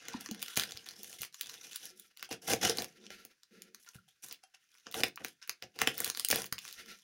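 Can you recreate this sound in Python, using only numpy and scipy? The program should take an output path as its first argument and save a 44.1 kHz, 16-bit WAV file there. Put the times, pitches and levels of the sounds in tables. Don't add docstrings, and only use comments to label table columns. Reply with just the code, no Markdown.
import sys
import numpy as np
from scipy import signal
from scipy.fft import rfft, irfft, next_fast_len
from scipy.io import wavfile
from scipy.ndimage import uniform_filter1d

SR = 44100
rng = np.random.default_rng(int(sys.argv[2]) if len(sys.argv) > 2 else 0)


def materialize(psi):
    bounded = np.clip(np.atleast_2d(psi).T, -1, 1)
    quanta = np.round(bounded * 32767).astype(np.int16)
    wavfile.write(sys.argv[1], SR, quanta)


N = 310023
TIME = np.arange(N) / SR


def from_db(db):
    return 10 ** (np.asarray(db) / 20)


def rms_one(x):
    return x / np.sqrt(np.mean(x ** 2) + 1e-20)


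def energy_one(x):
    return x / np.sqrt(np.sum(x ** 2) + 1e-20)


def at_hz(points, hz):
    known, values = np.transpose(points)
    return np.interp(np.log(np.maximum(hz, 1)), np.log(known), values)


def band(x, low_hz, high_hz, order=2):
    edges_hz = [low_hz, min(high_hz, SR / 2 - 500)]
    return signal.sosfilt(signal.butter(order, edges_hz, "band", fs=SR, output="sos"), x)


def ring(x, hz, t60):
    radius, angle = from_db(-60 / (t60 * SR)), 2 * np.pi * hz / SR
    zeros = np.sqrt((1 - radius ** 2) / 2) * np.array([1, 0, -1])
    poles = [1, -2 * radius * np.cos(angle), radius ** 2]
    return signal.lfilter(zeros, poles, x + 1e-18)


def bell(x, hz, gain_db, q):
    gain, angle = from_db(gain_db / 2), 2 * np.pi * hz / SR
    width = np.sin(angle) / (2 * q)
    zeros = [1 + width * gain, -2 * np.cos(angle), 1 - width * gain]
    poles = [1 + width / gain, -2 * np.cos(angle), 1 - width / gain]
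    return signal.lfilter(zeros, poles, x)


def noise(spectrum):
    size = next_fast_len(N)
    gain = from_db(at_hz(spectrum, np.fft.rfftfreq(size, 1 / SR)))
    shaped = irfft(rfft(rng.standard_normal(size)) * gain, size)
    return rms_one(shaped[:N])


def even(x, span_s):
    power = uniform_filter1d(x ** 2, max(int(span_s * SR), 2))
    return x / np.sqrt(np.maximum(power, 1e-12))


def drift(per_s):
    knots = np.arange(0, TIME[-1] + 1, 1 / per_s)
    return np.interp(TIME, knots, rng.standard_normal(len(knots)))


def burst(t, rise_s, fall_s):
    return energy_one(rng.standard_normal(len(t)) * np.exp(np.minimum(t / rise_s, -t / fall_s)))


def add(out, s, sound):
    at = int(np.clip(round(s * SR), 0, N - 1))
    out[at:at + len(sound)] += sound[:N - at]


def still_air():
    # (relative, per Hz)
    air_colour = [(30, -10), (150, -8.5), (400, -12.5), (1050, -21.5), (1500, -1.5), (3200, -9), (5000, -4),
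                  (9000, -10.5), (15000, -16)]
    return from_db(-81.0) * noise(air_colour)


def room(x, wet_db=-5, low_wet_db=-2, gap_s=0.00061, count=9):
    # hz, t60_s
    decay_times = [(150, 0.31), (400, 0.17), (1000, 0.13), (2800, 0.17), (7000, 0.12), (15000, 0.078)]
    t, tail = TIME[:SR // 2], 0
    edges = np.geomspace(60, 18000, count + 1)
    for low, high in zip(edges, edges[1:]):
        hz = np.sqrt(low * high)
        dying = from_db(-60 * t / at_hz(decay_times, hz)) * (t > gap_s)
        reflections = energy_one(band(rng.standard_normal(len(t)) * dying, low, high))
        level = from_db(wet_db + at_hz([(300, low_wet_db), (1500, -0.56), (12000, -3.0)], hz))
        tail = tail + level * np.sqrt(2 * (high - low) / SR) * reflections
    return x + signal.fftconvolve(x, tail)[:N]


def nearby(x):
    # delay_s, level_db
    echoes = [(.00045, -25), (.0027, -23)]
    out = x.copy()
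    for delay_s, db in echoes:
        out += from_db(db) * np.interp(TIME - delay_s, TIME, x, left=0)
    return out


def box(force, hardness=1):
    # hz, level_db (relative), t60_s
    box_modes = [(95, -5.5, 0.064), (135, -2.5, 0.14), (162, -0.5, 0.044), (224, 0, 0.096),
                 (316.7, -6, 0.049), (373, -1, 0.094), (448, -1, 0.071), (538.5, 3, 0.039),
                 (638, -2, 0.061), (707, 1.5, 0.063), (787, 4.5, 0.023)]
    weights = energy_one(from_db([db for hz, db, t60 in box_modes]))
    out = 0
    for k, (hz, db, t60) in enumerate(box_modes):
        drive = force * (hardness if hz > 400 else 1)
        out = out + (-1) ** k * weights[k] * ring(drive, hz, t60)
    return out


def slides(stick_db=7.0):
    # start_s, fastest_s, end_s, box_db, hiss_db
    turns = [(0.962, 1.005, 1.04, -59, -81), (1.824, 1.93, 2.125, -70, -66.5),
             (2.898, 3.03, 3.367, -61, -61.5), (3.507, 3.517, 3.85, -62.5, -64.5),
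             (6.743, 6.92, 6.97, -61, -56)]
    # (relative, per Hz)
    hiss_colour = [(700, -10.5), (1120, -19), (1350, 4), (1520, -3.5), (1700, 1), (2800, -2), (3500, -4),
                   (6000, -5), (7500, -14.5), (12000, -12), (15000, -22)]
    push, hiss = np.zeros(N), np.zeros(N)
    for start, fastest, end, box_db, hiss_db in turns:
        speed = np.interp(TIME, [start, fastest, end], [0, 1, 0])
        push += from_db(box_db) * speed ** 1.1
        hiss += from_db(hiss_db) * speed ** 0.76
    rub = rms_one(band(box(rng.standard_normal(N)), 173, 440, order=4))
    return push * rub + hiss * noise(hiss_colour) * from_db(stick_db * drift(35))


def bumps(contact_s=0.0027):
    # start_s, peak_db, pitch_hz, t60_s
    contacts = [(0.14, -33.5, 954, 0.013), (0.146, -32, 242, 0.05), (0.289, -40.5, 312, 0.086),
                (0.312, -34, 220, 0.11), (0.572, -39, 135, 0.09), (0.746, -52.5, 99, 0.049),
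                (1.203, -51, 134, 0.038), (2.537, -33.5, 481, 0.05), (2.694, -27.5, 452, 0.04),
                (3.955, -45, 140, 0.039), (3.985, -53.5, 1404, 0.02), (6.523, -42, 135, 0.03)]
    out, t = np.zeros(N), TIME[:SR // 2]
    for s, db, hz, t60 in contacts:
        swell = 1 - np.exp(-(t / contact_s) ** 2)
        swing = swell * from_db(-60 * t / t60) * np.sin(2 * np.pi * hz * t)
        add(out, s, from_db(db) * swing / np.abs(swing).max())
    return out


def taps():
    # start_s, force_db
    touches = [(2.291, -25), (4.08, -43.5), (4.437, -29.5), (4.543, -39.5)]
    # hz, level_db (relative), t60_s
    blade_modes = [(763, 1, 0.044), (1270, -11, 0.16), (2736, -4, 0.05), (3190, -3, 0.092),
                   (4350, -15, 0.074), (6228, -5, 0.041), (7730, -2, .05), (9970, 0, 0.028)]
    force = np.zeros(N)
    for s, db in touches:
        add(force, s, from_db([db]))
    weights = energy_one(from_db([db for hz, db, t60 in blade_modes]))
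    return sum(weight * ring(force, hz, t60) for weight, (hz, db, t60) in zip(weights, blade_modes))


def jolts(cycles=12.0, box_db=-7):
    # start_s, energy_db, pitch_hz
    breakthroughs = [(2.5352, -13.5, 520), (6.328, -3, 1730), (6.3287, -5.5, 553)]
    out = np.zeros(N)
    for s, db, hz in breakthroughs:
        blow = from_db(db) * signal.unit_impulse(SR // 4)
        panel = ring(blow, hz, cycles / hz)
        add(out, s, panel + from_db(box_db) * box(blow))
    return out


def effort():
    # start_s, hardest_s, end_s, film_db, box_db,
    # brightness_db (narrow facets over wide), sizzle_db (relative to the film)
    stroke_rows = [(0.0, 0.15, 0.2, -50, -53, -1, -15), (0.2, 0.206, 0.28, -51.5, -57, 1.5, -2),
                   (0.3, 0.31, 0.43, -54, -54, 3, -13), (0.398, 0.498, 0.55, -50, -65, 4, -2),
                   (0.565, 0.583, 0.65, -39, -46.5, -1, -1), (0.654, 0.674, 0.79, -52, -54.5, 5.5, -6),
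                   (0.794, 0.89, 1.04, -55.5, -62, 6, -7), (0.962, 1.19, 1.17, -53.5, -58.5, 10, 1.5),
                   (1.189, 1.212, 1.26, -46, -59, 9, -1), (1.328, 1.344, 1.42, -58.5, -90, 9, -3),
                   (1.397, 1.515, 1.608, -50.5, -59.5, 7, -5.5), (1.605, 1.64, 1.723, -51, -58.5, 6, -3.5),
                   (1.712, 1.727, 1.88, -52.5, -81, 5.5, -2), (1.804, 1.817, 1.91, -49.5, -58, 12, -3.5),
                   (1.96, 1.983, 2.08, -63.5, -83, 20, 3), (2.169, 2.257, 2.26, -55, -67, 3, -9),
                   (2.309, 2.325, 2.343, -39.5, -39.5, 0.5, -6), (2.42, 2.458, 2.62, -53, -50, 7, 0),
                   (2.477, 2.53, 2.538, -32.5, -30, 4, -1), (2.616, 2.635, 2.72, -30.5, -31, 5, -6),
                   (2.728, 2.813, 2.84, -44, -41, 4, -4), (2.875, 2.885, 2.93, -61.5, -62, 3, -5),
                   (2.972, 3.044, 3.1, -63, -65, 6, -22), (3.513, 3.62, 3.56, -72.5, -77.5, 2, -9),
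                   (3.798, 3.803, 4, -69.5, -88, 15, 5.5), (3.866, 3.869, 3.9, -58, -81, -5.5, -12),
                   (3.936, 3.984, 3.96, -56.5, -59.5, -7, 1), (4.082, 4.084, 4.13, -65.5, -83.5, 12, -4.5),
                   (4.225, 4.238, 4.29, -54, -61.5, 4, 5.5), (4.3, 4.31, 4.343, -49, -60.5, 4, -8),
                   (4.435, 4.452, 4.44, -53, -71, 3, -13), (4.543, 4.549, 4.55, -51, -80, -3, -12),
                   (4.6, 4.763, 5, -70, -89.5, 3, -5.5), (4.861, 4.872, 4.92, -58, -52.5, 0, -26),
                   (4.943, 4.999, 5.012, -41, -35.5, 2, 0), (5.038, 5.036, 5.075, -43.5, -42.5, -3.5, -0.5),
                   (5.199, 5.202, 5.23, -51, -41, -9, -11.5), (5.238, 5.243, 5.32, -54, -69, 12, -1),
                   (5.42, 5.424, 5.445, -49.5, -78, 0, -17), (5.487, 5.505, 5.48, -47, -43, 6, -6),
                   (5.625, 5.631, 5.64, -49, -43, 0, -13), (5.744, 5.779, 5.8, -57.5, -52, -0.5, -7.5),
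                   (5.793, 5.818, 5.85, -39, -40, -7, -10), (5.864, 5.876, 5.915, -41.5, -46, -4, -5),
                   (5.925, 5.944, 6.07, -54, -54, 4, -1.5), (5.986, 6.096, 6.1, -43, -47.5, 2, 0.5),
                   (6.142, 6.207, 6.27, -50.5, -58.5, 7, 1.5), (6.3, 6.339, 6.41, -37.5, -39, 3, -1.5),
                   (6.389, 6.388, 6.47, -56, -53, 6, 6), (6.515, 6.521, 6.49, -47, -48, -3, 8),
                   (6.611, 6.652, 6.76, -50.5, -65, 8.5, -3.5), (6.709, 6.78, 7.1, -61.5, -82, 12, -5)]
    hold_film_db, hold_box_db, hold_sizzle_db = -82, -91, -8.5
    grip_s, grip_share, bite_s, let_go_s = 0.03, 0.083, 0.0055, 0.012
    swell_db, sag_db = 7, 9
    film_power = np.full(N, from_db(hold_film_db) ** 2)
    push_power = np.full(N, from_db(hold_box_db) ** 2)
    bright_sum, sizzle_sum = np.zeros(N), film_power * hold_sizzle_db
    for start, hardest, end, film_db, box_db, bright_db, sizzle_db in stroke_rows:
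        span = slice(*np.searchsorted(TIME, [start - bite_s - grip_s, end + 10 * let_go_s]))
        t = TIME[span]
        contact = np.interp(t - start, [-bite_s - grip_s, -bite_s, 0], [0, grip_share, 1])
        contact = contact * np.exp(-np.maximum(t - end, 0) / let_go_s)
        shape = contact * from_db(np.interp(t, [start, hardest, end], [-swell_db, 0, -sag_db]))
        power = (from_db(film_db) * shape) ** 2
        film_power[span] += power
        push_power[span] += (from_db(box_db) * shape) ** 2
        bright_sum[span] += power * bright_db
        sizzle_sum[span] += power * sizzle_db
    bright, sizzle = from_db(bright_sum / film_power), from_db(sizzle_sum / film_power)
    return np.sqrt(film_power), np.sqrt(push_power), bright, sizzle


def crinkles(film, sizzle, count=400):
    per_s, top_db, onset_db = 18, -22.5, -72
    above_film_db, scatter_db = 27, 4
    push_db, bright_db, extra_sizzle_db = -22, 8, -1.5
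    times = np.cumsum(rng.exponential(1 / per_s, count))
    film_db = 20 * np.log10(np.interp(times, TIME, film))
    sizzle_db = 20 * np.log10(np.interp(times, TIME, sizzle))
    level, push, bright = scatter_db * rng.standard_normal((count, 3)).T
    db = np.minimum(film_db + above_film_db + level, top_db)
    rows = np.transpose([times, db, push_db + push, bright_db + 2 * bright, extra_sizzle_db + sizzle_db])
    return list(rows[(times < TIME[-1]) & (film_db > onset_db)])


def snaps(rows, rise_s=0.0004, fall_s=0.00056, swell_s=0.00084, flutter_s=0.0024, flutter_db=-8,
          knock_db=-3, box_db=-2, facet_db=5.5, size=1500):
    out, force, lead = np.zeros(N), np.zeros(N), size // 6
    t = (np.arange(size) - lead) / SR
    for s, db, push_db, bright_db, sizzle_db in rows:
        crack = burst(t, rise_s, fall_s) + from_db(flutter_db) * burst(t, swell_s, flutter_s)
        crack[lead] += .8
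        crack = bell(crack, rng.uniform(1000, 4500), facet_db, q=1.7)
        crack = bell(crack, rng.uniform(2800, 7200), facet_db, q=4.7)
        dull = energy_one(band(crack, 1000, 2970, order=3))
        bright = energy_one(band(crack, 2860, 7660, order=3))
        sound = energy_one(dull - from_db(bright_db) * bright)
        sound += from_db(sizzle_db) * energy_one(band(crack, 7600, 16800, order=3))
        sound += from_db(push_db + knock_db) * energy_one(band(crack, 220, 646))
        add(out, s - lead / SR, from_db(db) * sound)
        add(force, s, from_db([db + push_db + box_db]))
    return out + box(force)


def slips(per_s, spread_db):
    sizes = from_db(spread_db * np.minimum(rng.exponential(1, N), 4)) * rng.choice([-1, 1], N)
    return sizes * (rng.random(N) < per_s / SR)


def crackle(clicks, cycles, wander_db=6.5, hiss=0.97, count=22):
    # (relative, per Hz)
    film_colour = [(800, 38), (1100, -21.5), (1500, 0.5), (2300, -11.5), (3300, 9), (4500, -9),
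                   (6000, 13.5), (7500, -31.5), (10000, -22.5)]
    facet, wide, narrow = rng.integers(0, count, N), 0, 0
    for k, hz in enumerate(np.geomspace(1000, 7000, count)):
        friction = hiss * np.std(clicks) / np.sqrt(count) * rng.standard_normal(N)
        drive = clicks * (facet == k) + friction
        level = np.sqrt(hz) * from_db(at_hz(film_colour, hz) + wander_db * drift(26))
        sound = ring(drive, hz, cycles / hz) * level
        if hz < 3000:
            wide = wide + sound
        else:
            narrow = narrow + sound
    return even(band(wide, 830, 6700), 0.014), even(band(narrow, 1500, 9600), 0.04)


def strokes(film, push, bright, sizzle, film_db=-1.0, sizzle_db=-2, box_db=-3, thud_db=-11,
            catch_db=3.0, hard_db=-43, hardening=0.12):
    clicks = slips(per_s=1500, spread_db=5.0)
    wide, narrow = crackle(clicks, cycles=25.0)
    grains = (wide + bright * narrow) / np.sqrt(1 + bright ** 2)
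    friction = 0.73 * rng.standard_normal(N) * np.std(clicks)
    fine = even(band(clicks + friction, 6900, 13000), 0.036)
    ticks = rms_one(band(slips(per_s=110, spread_db=2.5), 2600, 9000))
    skin = from_db(film_db) * grains + from_db(sizzle_db) * sizzle * fine + from_db(-10.5) * ticks
    skin = signal.sosfilt(signal.butter(4, 850, "high", fs=SR, output="sos"), skin)
    catching = from_db(catch_db * drift(130))
    force = push * catching * even(clicks + slips(per_s=1600, spread_db=2.0), 0.058)
    hardness = np.clip((push / from_db(hard_db)) ** hardening, .3, 1.8)
    thud = push * even(band(force / push, 150, 660), 0.049)
    body = from_db(box_db) * box(force, hardness) + from_db(thud_db) * thud
    return film * catching * skin + band(body, 77, 900, order=3)


def scene():
    # start_s, energy_db, push_db (on the box, relative
    # to the snap), brightness_db (upper band over lower), sizzle_db (relative to the snap)
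    snap_rows = [(0.0842, -15.5, -8.5, 5, -9), (0.2093, -31, -22, 14, 8.5), (0.2609, -17, -22, 3, -13),
                 (0.2888, -23, -23, 1, -28), (0.3122, -17, -5, 29, -3), (0.347, -25, -22, -5, -3),
                 (0.42, -21, -14, 5, 2.5), (0.4275, -12.5, -18, 7, 2), (0.4821, -21, -22, -1, -9),
                 (0.5585, -18.5, -31.5, 23, -8), (0.5688, -10.5, -17, 20, -5), (0.5732, -3.5, -6, 5, 1),
                 (0.5972, -4, -32, 9, -7), (0.6103, -17, -29, 21, -1), (0.6216, -17, -7.5, 3, -22),
                 (0.6359, -11, -30, 7, -6), (0.721, -17, -14, 16, -9), (0.7734, -18.5, -33, 19, -11),
                 (0.8885, -18.5, -38, 13, -6), (1.0325, -29, -6, 34, 9), (1.129, -24, -28, 11, -6),
                 (1.2184, -19.5, -10.5, 35, 8), (1.2327, -15.5, -37, -2, -2), (1.3445, -23, -38, 7.5, -6),
                 (1.4113, -12.5, -36, 11, 3.5), (1.496, -19.5, -36, 9, -6), (1.7318, -22.5, -40, 10, -11),
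                 (1.7599, -17.5, -40, 11.5, 5.5), (1.8551, -26, -16, 27, 7), (1.9977, -38, -26, 9, 15),
                 (2.173, -29, -40, 5, -0.5), (2.2275, -15, -17.5, -4.5, -6.5), (2.3124, -18, 5.5, 4, -8),
                 (2.4865, -14.5, 0, 1, -8), (2.5043, -12.5, -1, -3, -2), (2.5169, -11, -2, -10, -15),
                 (2.5348, -3.5, 0.5, 5, -8), (2.6505, -6.5, -5, 6.5, -13), (2.697, -4.5, -5.5, 25, -4.5),
                 (2.7725, -16.5, -29, 24, 0), (2.7853, -7, -5, 5.5, -13), (2.8217, -15, -5, 1, 0),
                 (2.8445, -18.5, -30, 4, -1), (3.0662, -24.5, -21, 20, -29), (3.1047, -22.5, -4.5, -1, -14),
                 (3.251, -30.5, -2.5, 5, 7), (3.4337, -32, -31.5, 14, -13), (3.6208, -26.5, -24, 11.5, 3),
                 (3.747, -24.5, -36, 8, -3.5), (3.889, -27.5, -30, 16, -5), (4.3117, -21.5, -13, 13, -32),
                 (4.3254, -22.5, -25, 18, 4.5), (4.8682, -19.5, -7, -7.5, -29),
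                 (4.9135, -30.5, -21, 14, 5.5), (4.9247, -27, -17, 4, 1), (4.9431, -11.5, -22, -20, -7.5),
                 (5.005, -16, -27.5, 4, -7), (5.0353, 2, -8.5, -2.5, -11.5), (5.159, -29.5, -40, 27, 3.5),
                 (5.1755, -18, -23, -31, -32), (5.2474, -11, -9, -3.5, -4.5), (5.2835, -29, -30, 8, 2),
                 (5.4762, -29.5, -25, -12, 3), (5.4952, -8.5, -21, 5.5, -3), (5.6246, -17, -10.5, 4, -12),
                 (5.7897, -14, -19, 0, -8), (5.8169, 0.5, -10, -5, -7), (5.874, 2.5, -8.5, -4.5, -12),
                 (5.9797, -23.5, -13, -7, 12), (6.0035, -15, -1.5, -22, 11.5), (6.0456, -9.5, -40, 13, 6),
                 (6.0775, -18, -4.5, 4, 2), (6.1002, -9, -20, 6, -0.5), (6.1492, -16, -35, 7, -12),
                 (6.1733, -14, -16, 5, 0), (6.197, -9.5, -25, 11, 1.5), (6.2062, -22, -21.5, 11, -5),
                 (6.2485, -8.5, -25, 4.5, 6), (6.2866, -17, -36, 4, 13.5), (6.303, -8.5, -4.5, 3, 3.5),
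                 (6.3112, -7, -28, 2, 5.5), (6.3138, -4, -35, 27, 1), (6.3588, -12, -1, 0, 8),
                 (6.4195, -17.5, -31, 7, 2.5), (6.4431, -18, -11, -2, -11),
                 (6.5259, -8.5, -17.5, 2.5, -1.5), (6.5823, -17, -37, 0, -16), (6.5884, -18.5, -30, 7, -5),
                 (6.652, -21.5, -16, -3, -6), (6.7271, -24, -47, 26, 0.5)]
    film, push, bright, sizzle = effort()
    parcel = slides() + bumps() + taps() + jolts()
    parcel += snaps(list(snap_rows) + crinkles(film, sizzle))
    parcel += strokes(film, push, bright, sizzle)
    return (room(from_db(-0.5) * nearby(parcel)) + still_air())[None]


def record(dry):
    x = bell(dry, 7970, gain_db=-6, q=6.5)
    x = bell(x, 13500, gain_db=-6, q=4)
    x = bell(x, 15200, gain_db=7, q=10)
    cutoff_hz = 15900
    return signal.sosfilt(signal.ellip(10, .3, 70, cutoff_hz, fs=SR, output="sos"), x)


dry = scene()
out = record(dry)
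materialize(out)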